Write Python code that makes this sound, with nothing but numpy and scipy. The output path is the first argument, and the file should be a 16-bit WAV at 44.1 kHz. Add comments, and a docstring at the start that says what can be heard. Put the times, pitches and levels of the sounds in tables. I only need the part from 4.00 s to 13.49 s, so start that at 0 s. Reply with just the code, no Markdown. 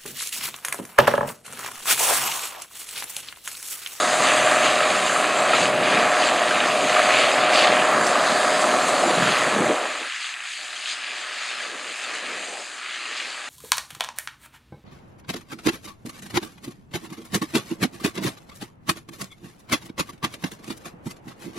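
"""Dry stubble in gusty air: a six-cylinder diesel tractor drags a seed planter, heard from behind.
Exhaust is cycle harmonics over pulsing roar; clatter, stalks and fan hiss are noise throbbing at the firings.
Pump and fan whine as sines, knocks are damped rings, ticks noise specks, and disc bearings squeak as rough tones.
Low noise gives the wind that buffets the microphone. Past the middle the level drops, the bass most;
the sound widens and its treble leans a little to the left."""
import sys
import numpy as np
from scipy import signal
from scipy.io import wavfile
from scipy.ndimage import uniform_filter1d, map_coordinates

SR = 44100
rng = np.random.default_rng(int(sys.argv[2]) if len(sys.argv) > 2 else 0)


def generate_wav(sig):
    """Save sig (samples, or channels by samples) to the path in sys.argv[1] as 16-bit PCM at SR."""
    pcm = np.round(np.clip(np.atleast_2d(sig).T, -1, 1) * 32767).astype(np.int16)
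    wavfile.write(sys.argv[1], SR, pcm)


N = 418494

# Engine firing rate: start_s, rate_firings_per_s
FIRING_RATE = [(0.0, 123.25), (0.4, 123.1), (0.8, 123.55), (1.4, 123.5), (1.8, 123.1), (2.2, 123.45),
               (2.6, 123.3), (2.9, 123.7), (3.5, 123.9), (4.0, 123.6), (4.9, 123.78), (5.4, 123.4),
               (5.7, 123.68), (6.7, 123.5), (7.3, 123.87), (7.8, 123.52), (8.2, 123.66), (8.6, 124.3),
               (9.49, 123.9)]
# Relative strength of the successive firings in a cycle: level_db
CYLINDER_DB = [-10, -10, -18, -6.5, -11, -11]
# Harmonics of the six-firing cycle: multiple_of_cycle_rate, relative_level_db
EXHAUST_HARMONICS = [(6, -52), (12, -48.3), (14, -48.4), (15, -50.6), (17, -48.6), (18, -47.9), (21, -51.1),
                     (22, -47.6), (23, -48.2), (24, -44.4), (25, -42.4), (26, -41.9), (28, -35.4),
                     (29, -39.3), (30, -29.6), (31, -37.4), (34, -37.2), (35, -32.0), (36, -35.6),
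                     (39, -42.2), (40, -44.9), (41, -42.0), (45, -49.1), (47, -49.2), (48, -47.3),
                     (49, -47.4), (56, -43.2), (57, -44.8), (62, -41.2), (79, -47.8)]
# Harmonics given their own slow drift: multiple_of_cycle_rate
LEADING_HARMONICS = (6, 30, 35)
# Their coming and going: time_s, then for each leading harmonic change_db
HARMONIC_DRIFT = [(0, -2, 0, 3), (.4, 1, 1.5, 0.5), (.85, -0.5, 1, -4), (1.25, -0.5, -1, -4),
                  (1.5, -2, -1, 0), (1.7, -2, 2, -10), (2.0, -1, -1, 4), (2.35, -9, -1.5, -1),
                  (2.6, -6, -1.5, -1.5), (3.0, -5, 2.5, 2), (3.25, -2, -3.5, -6), (3.5, -5, 0.5, 3),
                  (4.0, -11, -2, -2), (4.7, -4, 2.5, 0), (4.87, -4, -9.5, -3), (5.2, 2, 0.5, 3),
                  (5.7, 2, -1.5, -4), (6.6, 0, 3, 2), (8.4, 0, -5, -5), (8.9, 0, 1, -8), (9.49, 0, 1, -2)]
FIRST_BLOW, LOUDEST_PUFF = .2, 4.25  # places in the cycle (firings)

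# Noise spectra, shape only: freq_hz, relative_density_db (per Hz)
EXHAUST_SPECTRUM = [(250, -38), (420, -8.5), (440, -18), (533, -9.5), (612, 0), (728, -2), (899, -4.5),
                    (960, -10.5), (1250, -16), (2110, -120)]
CLATTER_SPECTRUM = [(520, -51), (900, -10), (1000, -3.5), (1170, -0.5), (1310, -1), (1470, -6), (1630, -3),
                    (2000, -6.5), (2600, -21), (4400, -120)]
RUSTLE_SPECTRUM = [(1090, -55), (1850, -9.5), (2500, -2.5), (3450, -9.5), (4480, -17.5), (7590, -120)]
CRACKLE_SPECTRUM = [(1940, -24), (3300, -3), (4610, -0.5), (5250, -5), (5600, -15.5), (7280, -21),
                    (12300, -120)]
HISS_SPECTRUM = [(3240, -51), (5500, -39), (5650, -10.5), (6240, -2), (7050, -1), (9050, -5.5),
                 (10400, -11.5), (13100, -32), (14400, -32), (15600, -38)]
THUD_SPECTRUM = [(24, -72), (40, -63), (113, -6.5), (180, 0.5), (230, -6), (400, -120)]
WIND_SPECTRUM = [(97, -65), (165, -9.5), (237, 1.5), (470, 0.5), (610, -3), (1030, -120)]
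RUMBLE_SPECTRUM = [(20, -4), (40, -3), (90, 2), (160, 0), (300, -20), (500, -80)]

# Crackle against the rustle: time_s, level_db
CRACKLE_LEVEL = [(0, 3), (.4, -9), (1.2, -8.5), (2.0, -5.5), (2.9, -5.5), (3.5, -7), (3.85, -10.5),
                 (4.2, -0.5), (5.0, -3.5), (5.5, -7), (6.2, -5), (6.7, -3), (7.3, -6), (8.0, -3.5),
                 (8.9, -5), (9.49, -3)]
# Slow level as the air carries the sound: time_s, exhaust_db, clatter_db, planter_db, fan_db
CARRYING = [(0.0, -24.5, -23.5, -33, -30.5), (0.4, -22, -24, -26.5, -29.5), (0.85, -24, -23, -26, -32),
            (1.25, -26, -26, -29, -33.5), (1.5, -20.5, -23.5, -29, -34), (1.85, -22.5, -28.5, -29, -35),
            (2.15, -22, -22.5, -30.5, -35.5), (2.6, -24, -27.5, -28.5, -35.5), (3.0, -22, -26, -29, -33),
            (3.65, -20, -21.5, -23.5, -36), (4.0, -22, -22, -31.5, -36), (4.75, -23, -24, -31.5, -33),
            (5.05, -22.5, -24.5, -30.5, -33), (5.33, -28, -23, -26.5, -33), (5.6, -24, -25, -31.5, -36),
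            (5.8, -25.5, -30, -33.5, -39.5), (6.1, -33.5, -32.5, -34.5, -41), (6.6, -30.5, -34.5, -37, -40),
            (7.2, -32.5, -34.5, -35.5, -43), (7.6, -30.5, -33, -35.5, -43.5), (8.0, -33, -35, -35.5, -39),
            (8.2, -32.5, -31.5, -36.5, -42), (8.55, -27.5, -36, -37.5, -40),
            (8.85, -34.5, -33.5, -38, -44.5), (9.2, -32.5, -34.5, -36.5, -42.5),
            (9.49, -31, -35.5, -40, -43)]
# Brief swells (or lulls) of the din: centre_s, height_db, length_s (at the centre pitch),
# centre_octaves (above 1 kHz)
DIN_SWELLS = [(0.084, 0, .12, 3), (0.293, 6, 0.12, 1.4), (0.52, 3, 0.15, 0.5), (0.665, 6, 0.07, 1.9),
              (0.794, -2, 0.16, 3), (1.183, 4.5, 0.14, 0.2), (1.187, 3, 0.086, 3.5),
              (1.32, -2.5, 0.082, 3.5), (1.545, 3.5, 0.067, 1), (1.55, 1.5, .06, 1.9),
              (1.614, 7, 0.12, 2.1), (1.75, -6.5, 0.13, 2.5), (1.8, -2, 0.18, 0), (1.93, 5.5, 0.24, 1.2),
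              (2.076, -0.5, 0.14, 2), (2.244, 6.5, 0.12, 2.1), (2.584, 3.5, 0.24, 0.8),
              (2.804, -3.5, 0.11, 1), (2.974, 4.5, 0.29, 1.1), (3.19, 5, 0.21, 1.5), (3.2, 2, 0.066, 2.5),
              (3.36, -2.5, 0.081, 1.5), (3.454, -2.5, 0.081, 3.5), (3.493, -2, .05, 2),
              (3.535, 1.5, .04, 3), (3.59, 7, 0.12, 2.5), (3.717, 1, .08, 2), (3.797, 1, 0.11, 1.3),
              (3.83, 1.5, .2, 3), (4.065, 4, 0.1, 3), (4.35, 2, 0.2, 3), (4.62, 4, 0.078, 2.5),
              (4.763, 9, 0.047, -1.6), (4.896, 2.5, .08, 3.5), (5.323, 1.5, 0.077, 2.2),
              (5.782, 0.5, 0.17, 2), (6.24, 4, 0.083, 2), (6.54, -7, .08, 0), (6.404, -5, 0.1, 2.5),
              (6.52, 3, 0.078, 1.3), (6.68, -3.5, 0.22, 0.2), (6.9, 7, 0.089, 2), (6.915, 3.5, 0.057, 2.8),
              (7.032, -2.5, .1, 3), (7.07, 1.5, 0.073, 1.5), (7.2, 1.5, 0.085, 2), (7.436, 5.5, 0.18, 2.5),
              (7.632, 4.5, 0.081, 2.6), (7.768, -4, 0.18, 1.8), (7.95, -0.5, .14, 3), (8.13, 4, .15, -0.5),
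              (8.15, 1, 0.053, 2.2), (8.32, 2, 0.11, 1), (8.695, -4.5, 0.26, 1), (8.55, 2, .06, -0.5),
              (8.81, 1.5, .06, 0.5), (8.932, 4, 0.12, 1.7), (9.19, 5, 0.16, 2)]
SWELL_OCTAVES = 0.71  # standard deviation in pitch, to either side
SWELL_SHORTENING = 0.12  # octaves of length that a swell loses per octave of pitch

# Pump tones, geared to the crank: multiple_of_firing_rate, relative_level_db
PUMP_TONES = [(32.62, 0), (38.04, -2)]
# Fan blade tones: mean_pitch_hz, relative_level_db
FAN_TONES = [(3811, 1), (4445, -1.5), (5078, -5)]
# Whine levels: time_s, pump_db, fan_db
WHINE_LEVELS = [(0.0, -45, -46), (0.5, -45, -41), (1.05, -43, -43), (1.5, -46, -45), (2.1, -45, -53),
                (3.4, -48, -49), (4.3, -40, -49), (5.3, -45, -48), (6.1, -53, -58), (7.4, -56, -64),
                (7.95, -52, -62), (8.1, -55, -62), (8.3, -50, -61), (8.55, -51, -60), (8.8, -56, -59),
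                (9.13, -48, -59), (9.3, -54, -60), (9.49, -54, -60)]

# Depth of the dip where the ground echo cancels one band: time_s, depth_db (values above 0 give no dip)
HOLLOW_DEPTH = [(0, -2), (1.1, -7), (1.7, -1), (2.6, -2.5), (3.0, -5), (4.0, -1), (9.49, 1)]
HOLLOW_HZ, HOLLOW_WIDTH_HZ = 900, 54  # centre and standard deviation

# Gusts (and lulls) on the microphone: centre_s, length_s, thud_change_db, roar_change_db
WIND_GUSTS = [(.4, 0.1, 6, 2), (0.198, 0.082, 5, 2.5), (1, 0.11, 8, -2), (1.657, 0.25, 10, 3.5),
              (1.942, 0.22, 10, 7), (2.602, 0.11, 5, 1), (2.17, 0.096, -1, -6), (2.847, 0.05, 6, 6),
              (2.977, 0.076, -5, -4), (3.623, 0.05, -2, 5.5), (3.9, 0.43, 3, 3), (4.15, 0.1, -6, 0.5),
              (4.755, 0.21, -2, 3), (5.093, 0.12, -3, 6.5), (5.203, 0.11, 15, 3), (5.293, 0.076, 9.5, 2),
              (5.38, 0.091, 3, -2), (5.47, .1, 6, 2), (5.552, 0.047, 5, 1), (5.602, 0.082, 12, 13),
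              (5.702, 0.077, 6, 10), (5.96, .08, 0, -3), (6.02, 0.037, 2, 6), (7.11, .1, 0, 4),
              (7.72, 0.32, 11, 5.5), (7.97, 0.09, -4, -4), (8.332, 0.43, 15, 7.5), (8.5, 0.074, 4, 0),
              (9.122, 0.069, 5, 7), (9.257, 0.076, 5, 5.5)]
THUD_DB, ROAR_DB = -51, -33.5  # steady wind before the slow changes and gusts
# Slow changes of the wind: time_s, thud_change_db, roar_change_db
WIND_EASING = [(0, 1, -1), (5.72, 6, 0.5), (5.86, -5, 3.5), (6.2, -4, -3), (9.49, 2.5, 1)]

# Disc-bearing squeaks: start_s, length_s, peak_level_db, mean_pitch_hz
BEARING_SQUEAKS = [(0.42, .07, -30, 7310), (0.51, .03, -32, 7550), (0.545, .035, -31, 7100),
                   (0.95, .06, -33, 7430), (1.04, .06, -30.5, 7290), (1.1, .09, -32.5, 7230),
                   (1.32, .1, -37, 7360), (2.098, .035, -31, 7430), (2.26, .05, -35, 7430),
                   (3.99, .08, -34, 7280), (4.08, .04, -36, 7330), (4.815, .05, -33, 7370),
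                   (4.88, .03, -32, 7150), (5.05, .06, -30.5, 7190), (5.14, .04, -36, 6800),
                   (7.195, .04, -39, 7180), (8.033, .03, -39, 7310), (8.134, .035, -39, 7300)]
# Loose metal knocks on the planter: start_s, strength_db (relative), pitch_hz
METAL_KNOCKS = [(1.0989, -8, 1600), (1.5339, 2, 1300), (2.5087, -2, 1580), (2.9642, 1, 1206),
                (2.9938, -1.5, 1290), (3.5264, -12, 1150), (3.63, -1, 1105), (3.68, -8, 1210),
                (6.764, -15, 3220), (7.5794, -27, 2470), (7.5984, -17, 2310), (7.605, -10, 1670),
                (7.6193, -15, 1970), (8.0396, -15, 1310), (8.044, -15, 3620), (8.1454, -18, 1490),
                (8.16, -18, 2950), (8.331, -19, 2370)]
# Bright ticks: start_s, strength_db (before filtering and decay), lowest_hz, highest_hz
BRIGHT_TICKS = [(3.9144, -33, 11000, 15500), (3.9274, -33, 11000, 15500), (4.0682, -30, 12000, 15500),
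                (4.0685, -8, 5000, 7000), (4.1909, -36, 11000, 15500), (4.8853, -13, 6500, 8500),
                (5.3794, -36, 9000, 15500), (5.657, -39, 10000, 15500), (8.0401, -22, 6500, 9000),
                (8.1504, -21, 6500, 9000), (8.295, -38, 8500, 14000)]

# Share of the thinner spectrum: time_s, share (0-1)
THIN_SHARE = [(0, 0), (5.7, 0), (6.15, 1), (9.49, 1)]
# Full thinning: freq_hz, change_db
THIN_SPECTRUM = [(60, -26), (125, -31), (250, -22.5), (600, -16), (1000, -9.5), (1600, -1.5), (2500, 0.5),
                 (9000, -2), (14000, -9.5)]
# The lows thin out first: freq_hz, power (on the share)
THIN_POWER = [(100, .35), (300, 0.86), (800, 1.2), (3000, 1.9)]
# Bass jumps to a new offset: start_s, offset_db
BASS_OFFSETS = [(6.085, -12.5), (6.578, -5.5), (7.08, -0.5), (7.6, 1.5), (8.07, 2.5), (8.63, -4.5),
                (9.09, -2)]
# How much of each offset a pitch takes: freq_hz, share
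BASS_OFFSET_SHARE = [(100, 0.64), (300, 0.62), (440, 0.75), (480, 1.2), (530, 1.1), (580, 1.4), (620, 1),
                     (680, 0.86), (800, 0.32), (1000, 0.24), (1400, .01)]
# Share of the sideways sound: time_s, share (0-1)
SIDE_SHARE = [(0, 0), (5.77, 0), (5.8, .5), (6.05, 1), (9.49, 1)]
# Level tilt at full share, before the unrelated side: freq_hz, left_minus_right_db
LEFT_TILT = [(300, 0), (800, 1), (1050, 0), (2600, 0), (3500, 2.5), (4500, 3.7), (5400, 3), (8000, 2),
             (10000, 2), (12000, 0)]
# Lag of the left behind the right at full share: freq_hz, phase_rad
LEFT_PHASE_LAG = [(5000, 0), (6800, .1), (9500, .5), (15000, .5)]
# Unrelated side sound against the middle, at full share: freq_hz, level_db
UNRELATED_SIDE = [(60, -2.), (110, -7.), (200, -29), (400, -36), (750, -14.5), (1050, -19), (1300, -38),
                  (1900, -47), (2600, -25), (4000, -16), (8000, -7.5), (15000, 11)]
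RUMBLE_DB, EDGE_HZ = -81.5, 15720  # faint late floor; upper band limit


def gain_of(db):
    """Logarithmic level: decibels become an amplitude factor."""
    return 10 ** (np.asarray(db) / 20)


def evened(x):
    """Power normalisation: the root mean square becomes one."""
    return x / np.sqrt(np.mean(x ** 2) + 1e-20)


def read(points, hz):
    """Spectral interpolation along a logarithmic frequency axis."""
    f, value = np.transpose(points)
    return np.interp(np.log(hz + 1), np.log(f + 1), value)


def curve(table, axis=1):
    """Linear interpolation in time: one column of a table at every sample."""
    rows = np.asarray(table)
    return np.interp(np.arange(N) / SR, rows[:, 0], rows[:, axis])


def wander(top_hz):
    """Slow fluctuation: superposed sines of random phase, up to top_hz, of rms one."""
    t = np.arange(0, N + 256, 256) / SR
    slow = 0
    for f in np.geomspace(top_hz / 8, top_hz, 16):
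        slow = slow + np.sin(2 * np.pi * (f * t + rng.random())) / np.sqrt(f)
    return np.interp(np.arange(N) / SR, t, evened(slow))


def noise(spectrum, patchy_db, drive=1):
    """Modulated, filtered noise: drifting spectral patches arise as moving air bends the path."""
    hz, _, z = signal.stft(drive * rng.standard_normal(N), SR, nperseg=1024, noverlap=768)
    patches = rng.standard_normal(z.shape[::-1]).T
    patches = uniform_filter1d(patches, size=10, axis=0)
    patches = evened(uniform_filter1d(patches, size=10, axis=1))
    z = z * gain_of(read(spectrum, hz)[:, None] + patchy_db * patches)
    return evened(signal.istft(z, nperseg=1024, noverlap=768)[1][:N])


def throb(firings, depth, decay, uneven_db):
    """Amplitude modulation: loudness jumps at each firing and decays (time constant in firings)."""
    which = firings.astype(int)
    size_db = np.asarray(CYLINDER_DB)[which % len(CYLINDER_DB)]
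    size_db = size_db + uneven_db * rng.standard_normal(2000)[which]
    puff = gain_of(size_db) * np.exp(-(firings % 1) / decay)
    return evened(1 + depth * uniform_filter1d(puff, size=50))


def snaps(per_s, spread_db, decay_s):
    """Random impulse process: stalks break at chance moments and each burst decays exponentially."""
    struck = rng.random(N) < per_s / SR
    size = gain_of(spread_db * np.minimum(rng.exponential(1, N), 4)) * struck
    return evened(1 + signal.lfilter([1], [1, -np.exp(-1 / (decay_s * SR))], size))


def bump(s, length, square=2):
    """Bell envelope about s, length wide at half height; a higher square flattens the top."""
    t = np.arange(0, N + 64, 64) / SR
    return np.exp(-np.log(2) * abs(2 * (t - s) / max(length, .03)) ** square)


def stretch(coarse):
    """Upsampling by interpolation: values at every 64th sample reach all samples."""
    return np.interp(np.arange(N), np.arange(len(coarse)) * 64, coarse)


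def exhaust(firings):
    """Periodic pulsation: cycle harmonics, loosely in phase at the loudest puff, join throbbing roar."""
    cycle = 2 * np.pi * (firings - LOUDEST_PUFF) / len(CYLINDER_DB)
    drift_db = {k: curve(HARMONIC_DRIFT, axis=column)
                for column, k in enumerate(LEADING_HARMONICS, start=1)}
    tones = 0
    for k, db in EXHAUST_HARMONICS:
        level_db = db + drift_db.get(k, 0) + 0.8 * wander(3.5)
        phase = k * cycle + .8 * wander(1.2) + .2 * wander(9.)
        tones = tones + gain_of(level_db) * np.cos(phase)
    # The strongest firing falls just before the loudest puff
    puffs = firings + len(CYLINDER_DB) + np.argmax(CYLINDER_DB) - LOUDEST_PUFF + .15
    roar = noise(EXHAUST_SPECTRUM, 0.79, throb(puffs, depth=0.9, decay=0.58, uneven_db=5.5))
    tone_share = gain_of(-1.9)
    roar_share = np.sqrt(np.maximum(1 - tone_share ** 2, .05))  # keeps the total power
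    return tone_share * evened(tones) + roar_share * roar


def clatter(blows):
    """Impact noise: band-limited noise is strongly modulated by the firings."""
    return noise(CLATTER_SPECTRUM, 1.0, throb(blows, depth=3.4, decay=.5, uneven_db=1.8))


def planter(blows):
    """Fracture noise: dense rustle and sparser crackle of stalks share the engine's modulation."""
    rustle_drive = throb(blows, depth=2., decay=.45, uneven_db=1.5) * snaps(120., .5, .001)
    crackle_drive = throb(blows, depth=1.8, decay=0.4, uneven_db=3.0) * snaps(32.0, 0.7, 0.001)
    rustle = noise(RUSTLE_SPECTRUM, .9, rustle_drive)
    crackle = noise(CRACKLE_SPECTRUM, 2.2, crackle_drive)
    return rustle + gain_of(curve(CRACKLE_LEVEL)) * crackle


def fan_hiss(blows):
    """Broadband flow noise: high hiss is lightly modulated, its firing pattern two firings late."""
    return noise(HISS_SPECTRUM, 1.8, throb(blows - 2, depth=.6, decay=0.4, uneven_db=3.5))


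def swollen(x):
    """Time-varying filtering: each swell lifts the pitches around its centre, higher ones more briefly."""
    hz, t, z = signal.stft(x, SR, nperseg=512)
    octaves = np.linspace(-2, 4, 19)  # above 1 kHz
    rows = []
    for octave in octaves:
        row = 0
        for s, db, length, centre in DIN_SWELLS:
            reach = np.exp(-.5 * ((octave - centre) / SWELL_OCTAVES) ** 2)
            length_here = length * 2 ** (SWELL_SHORTENING * (centre - octave))
            row = row + db * reach * bump(s, length_here)[::4]  # one value per spectral frame
        rows.append(row)
    place = np.interp(np.log2((hz + 1) / 1000), octaves, np.arange(len(octaves)))
    grid = np.meshgrid(place, np.arange(len(t)), indexing="ij")
    lift_db = map_coordinates(np.array(rows), grid, order=1, mode="nearest")
    return signal.istft(z * gain_of(lift_db), nperseg=512)[1][:N]


def whines(firings):
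    """Rotational tones: hydraulic pump and seed fan sound as sines, flickering and slightly unsteady."""
    drift_s = np.cumsum(.0012 * wander(14.)) / SR  # shared slip of phase, as time
    pump_phase = 2 * np.pi * (firings + FIRING_RATE[0][1] * drift_s)
    fan_phase = 2 * np.pi * (np.arange(N) / SR + drift_s)
    pump = sum(gain_of(db + 2 * wander(6.)) * np.sin(k * pump_phase) for k, db in PUMP_TONES)
    fan = sum(gain_of(db + 2 * wander(6.)) * np.sin(hz * fan_phase) for hz, db in FAN_TONES)
    return gain_of(curve(WHINE_LEVELS, axis=1)) * pump + gain_of(curve(WHINE_LEVELS, axis=2)) * fan


def machine():
    """Superposition: engine and planter, locked to one firing count, add with the whines."""
    firings = np.cumsum(curve(FIRING_RATE)) / SR
    blows = firings + len(CYLINDER_DB) - FIRST_BLOW
    parts = exhaust(firings), clatter(blows), planter(blows), fan_hiss(blows)
    din = sum(gain_of(curve(CARRYING, axis=k)) * part for k, part in enumerate(parts, start=1))
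    return swollen(din) + whines(firings)


def hollowed(x):
    """Destructive interference: a narrow band dips by a depth that varies in time."""
    hz, t, z = signal.stft(x, SR, nperseg=2048)
    dip = np.exp(-.5 * ((hz - HOLLOW_HZ) / HOLLOW_WIDTH_HZ) ** 2)
    depth_db = np.minimum(np.interp(t, *np.transpose(HOLLOW_DEPTH)), 0)
    return signal.istft(z * gain_of(np.outer(dip, depth_db)), nperseg=2048)[1][:N]


def wind():
    """Turbulent pressure: lumpy low noise buffets the microphone and rises in gusts."""
    lumps_db = 1.0 * wander(24.)
    thud_gusts = sum(db * bump(s, length, square=1.8) for s, length, db, _ in WIND_GUSTS)
    roar_gusts = sum(db * bump(s, length, square=2.2) for s, length, _, db in WIND_GUSTS)
    thud_db = THUD_DB + curve(WIND_EASING, axis=1) + stretch(thud_gusts) + lumps_db
    roar_db = ROAR_DB + curve(WIND_EASING, axis=2) + stretch(roar_gusts) + lumps_db
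    return gain_of(thud_db) * noise(THUD_SPECTRUM, 1.) + gain_of(roar_db) * noise(WIND_SPECTRUM, 1.1)


def squeaks():
    """Frequency modulation: brief whistles, roughened by random pitch, swell and fade."""
    out = np.zeros(N + SR)
    shake = rng.standard_normal((len(BEARING_SQUEAKS), 5000))
    for (s, length, db, hz), chance in zip(BEARING_SQUEAKS, shake):
        count = int(length * SR)
        shaky_hz = hz * (1 + 0.09 * uniform_filter1d(chance, size=80)[:count])
        whistle = np.sin(2 * np.pi * np.cumsum(shaky_hz) / SR)
        out[round(s * SR):][:count] += gain_of(db) * np.hanning(count) ** .5 * whistle
    return out[:N]


def knocks():
    """Damped free vibration: each blow on loose metal rings in two modes and loses 60 dB in 24 ms."""
    out, t = np.zeros(N + 1000), np.arange(600) / SR
    rise = 1 - np.exp(-t / 0.0016)
    for s, db, hz in METAL_KNOCKS:
        ring = np.sin(2 * np.pi * hz * t) + .4 * np.sin(2 * np.pi * 1.9 * hz * t)
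        out[round(s * SR):][:600] += gain_of(db - 5.0 - 60 * t / 0.024) * rise * ring
    return out[:N]


def ticks():
    """Transient noise: each bright speck is band-passed noise whose gain falls 60 dB in 17 ms."""
    out, t = np.zeros(N + 1000), np.arange(600) / SR
    for s, db, low_hz, high_hz in BRIGHT_TICKS:
        band = signal.butter(2, [low_hz, high_hz], "band", fs=SR)
        speck = signal.lfilter(*band, rng.standard_normal(600))
        out[round(s * SR):][:600] += gain_of(db - 60 * t / 0.017) * speck
    return out[:N]


def scene():
    """Superposition without direction: both channels receive the same sum, from straight ahead."""
    mono = hollowed(machine()) + wind() + squeaks() + knocks() + ticks()
    return np.array([mono, mono])


def thinned(z, hz, t):
    """Spectral attenuation: the later sound loses level, lows first, and its bass jumps in steps."""
    late = np.interp(t, *np.transpose(THIN_SHARE))
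    power = np.clip(read(THIN_POWER, hz), .1, 3)[:, None]
    step_db, before_db = 0, 0
    for s, db in BASS_OFFSETS:
        step_db = step_db + (db - before_db) * np.clip((t - s) / 0.015 + .5, 0, 1)  # 15 ms ramp
        before_db = db
    thin_db = read(THIN_SPECTRUM, hz)[:, None] * late ** power
    return z * gain_of(thin_db + np.outer(read(BASS_OFFSET_SHARE, hz), step_db))


def sideways(z, hz, t):
    """Interaural difference and decorrelation: level tilt, phase lag and random phases widen the sound."""
    level_tilt = np.tanh(read(LEFT_TILT, hz) * np.log(10) / 40)
    tilt = (level_tilt - 1j * np.tan(read(LEFT_PHASE_LAG, hz) / 2))[:, None]
    loose = gain_of(read(UNRELATED_SIDE, hz))[:, None] * np.exp(2j * np.pi * rng.random(z.shape))
    power = np.where(hz < 2800, 6, 1)[:, None]  # the lows widen last
    return np.interp(t, *np.transpose(SIDE_SHARE)) ** power * z * (tilt + loose)


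def record(dry):
    """Linear filtering: a bass cut, late thinning and widening over faint rumble, then the band limit."""
    bass_cut = signal.butter(2, 70, "high", fs=SR, output="sos")
    mid = signal.sosfilt(bass_cut, dry.mean(0))
    hz, t, z = signal.stft(mid, SR, nperseg=1024, noverlap=768)
    z = thinned(z, hz, t)
    side = sideways(z, hz, t)
    pair = signal.istft(np.array([z + side, z - side]), SR, nperseg=1024, noverlap=768)[1][:, :N]
    rumble = np.array([noise(RUMBLE_SPECTRUM, 1.5), noise(RUMBLE_SPECTRUM, 1.5)])
    pair = pair + gain_of(RUMBLE_DB) * curve(SIDE_SHARE) * rumble
    band_limit = signal.firwin(1023, EDGE_HZ, window=("kaiser", 9), fs=SR)
    return signal.oaconvolve(pair, band_limit[None], "same")


dry = scene()
out = record(dry)
generate_wav(out)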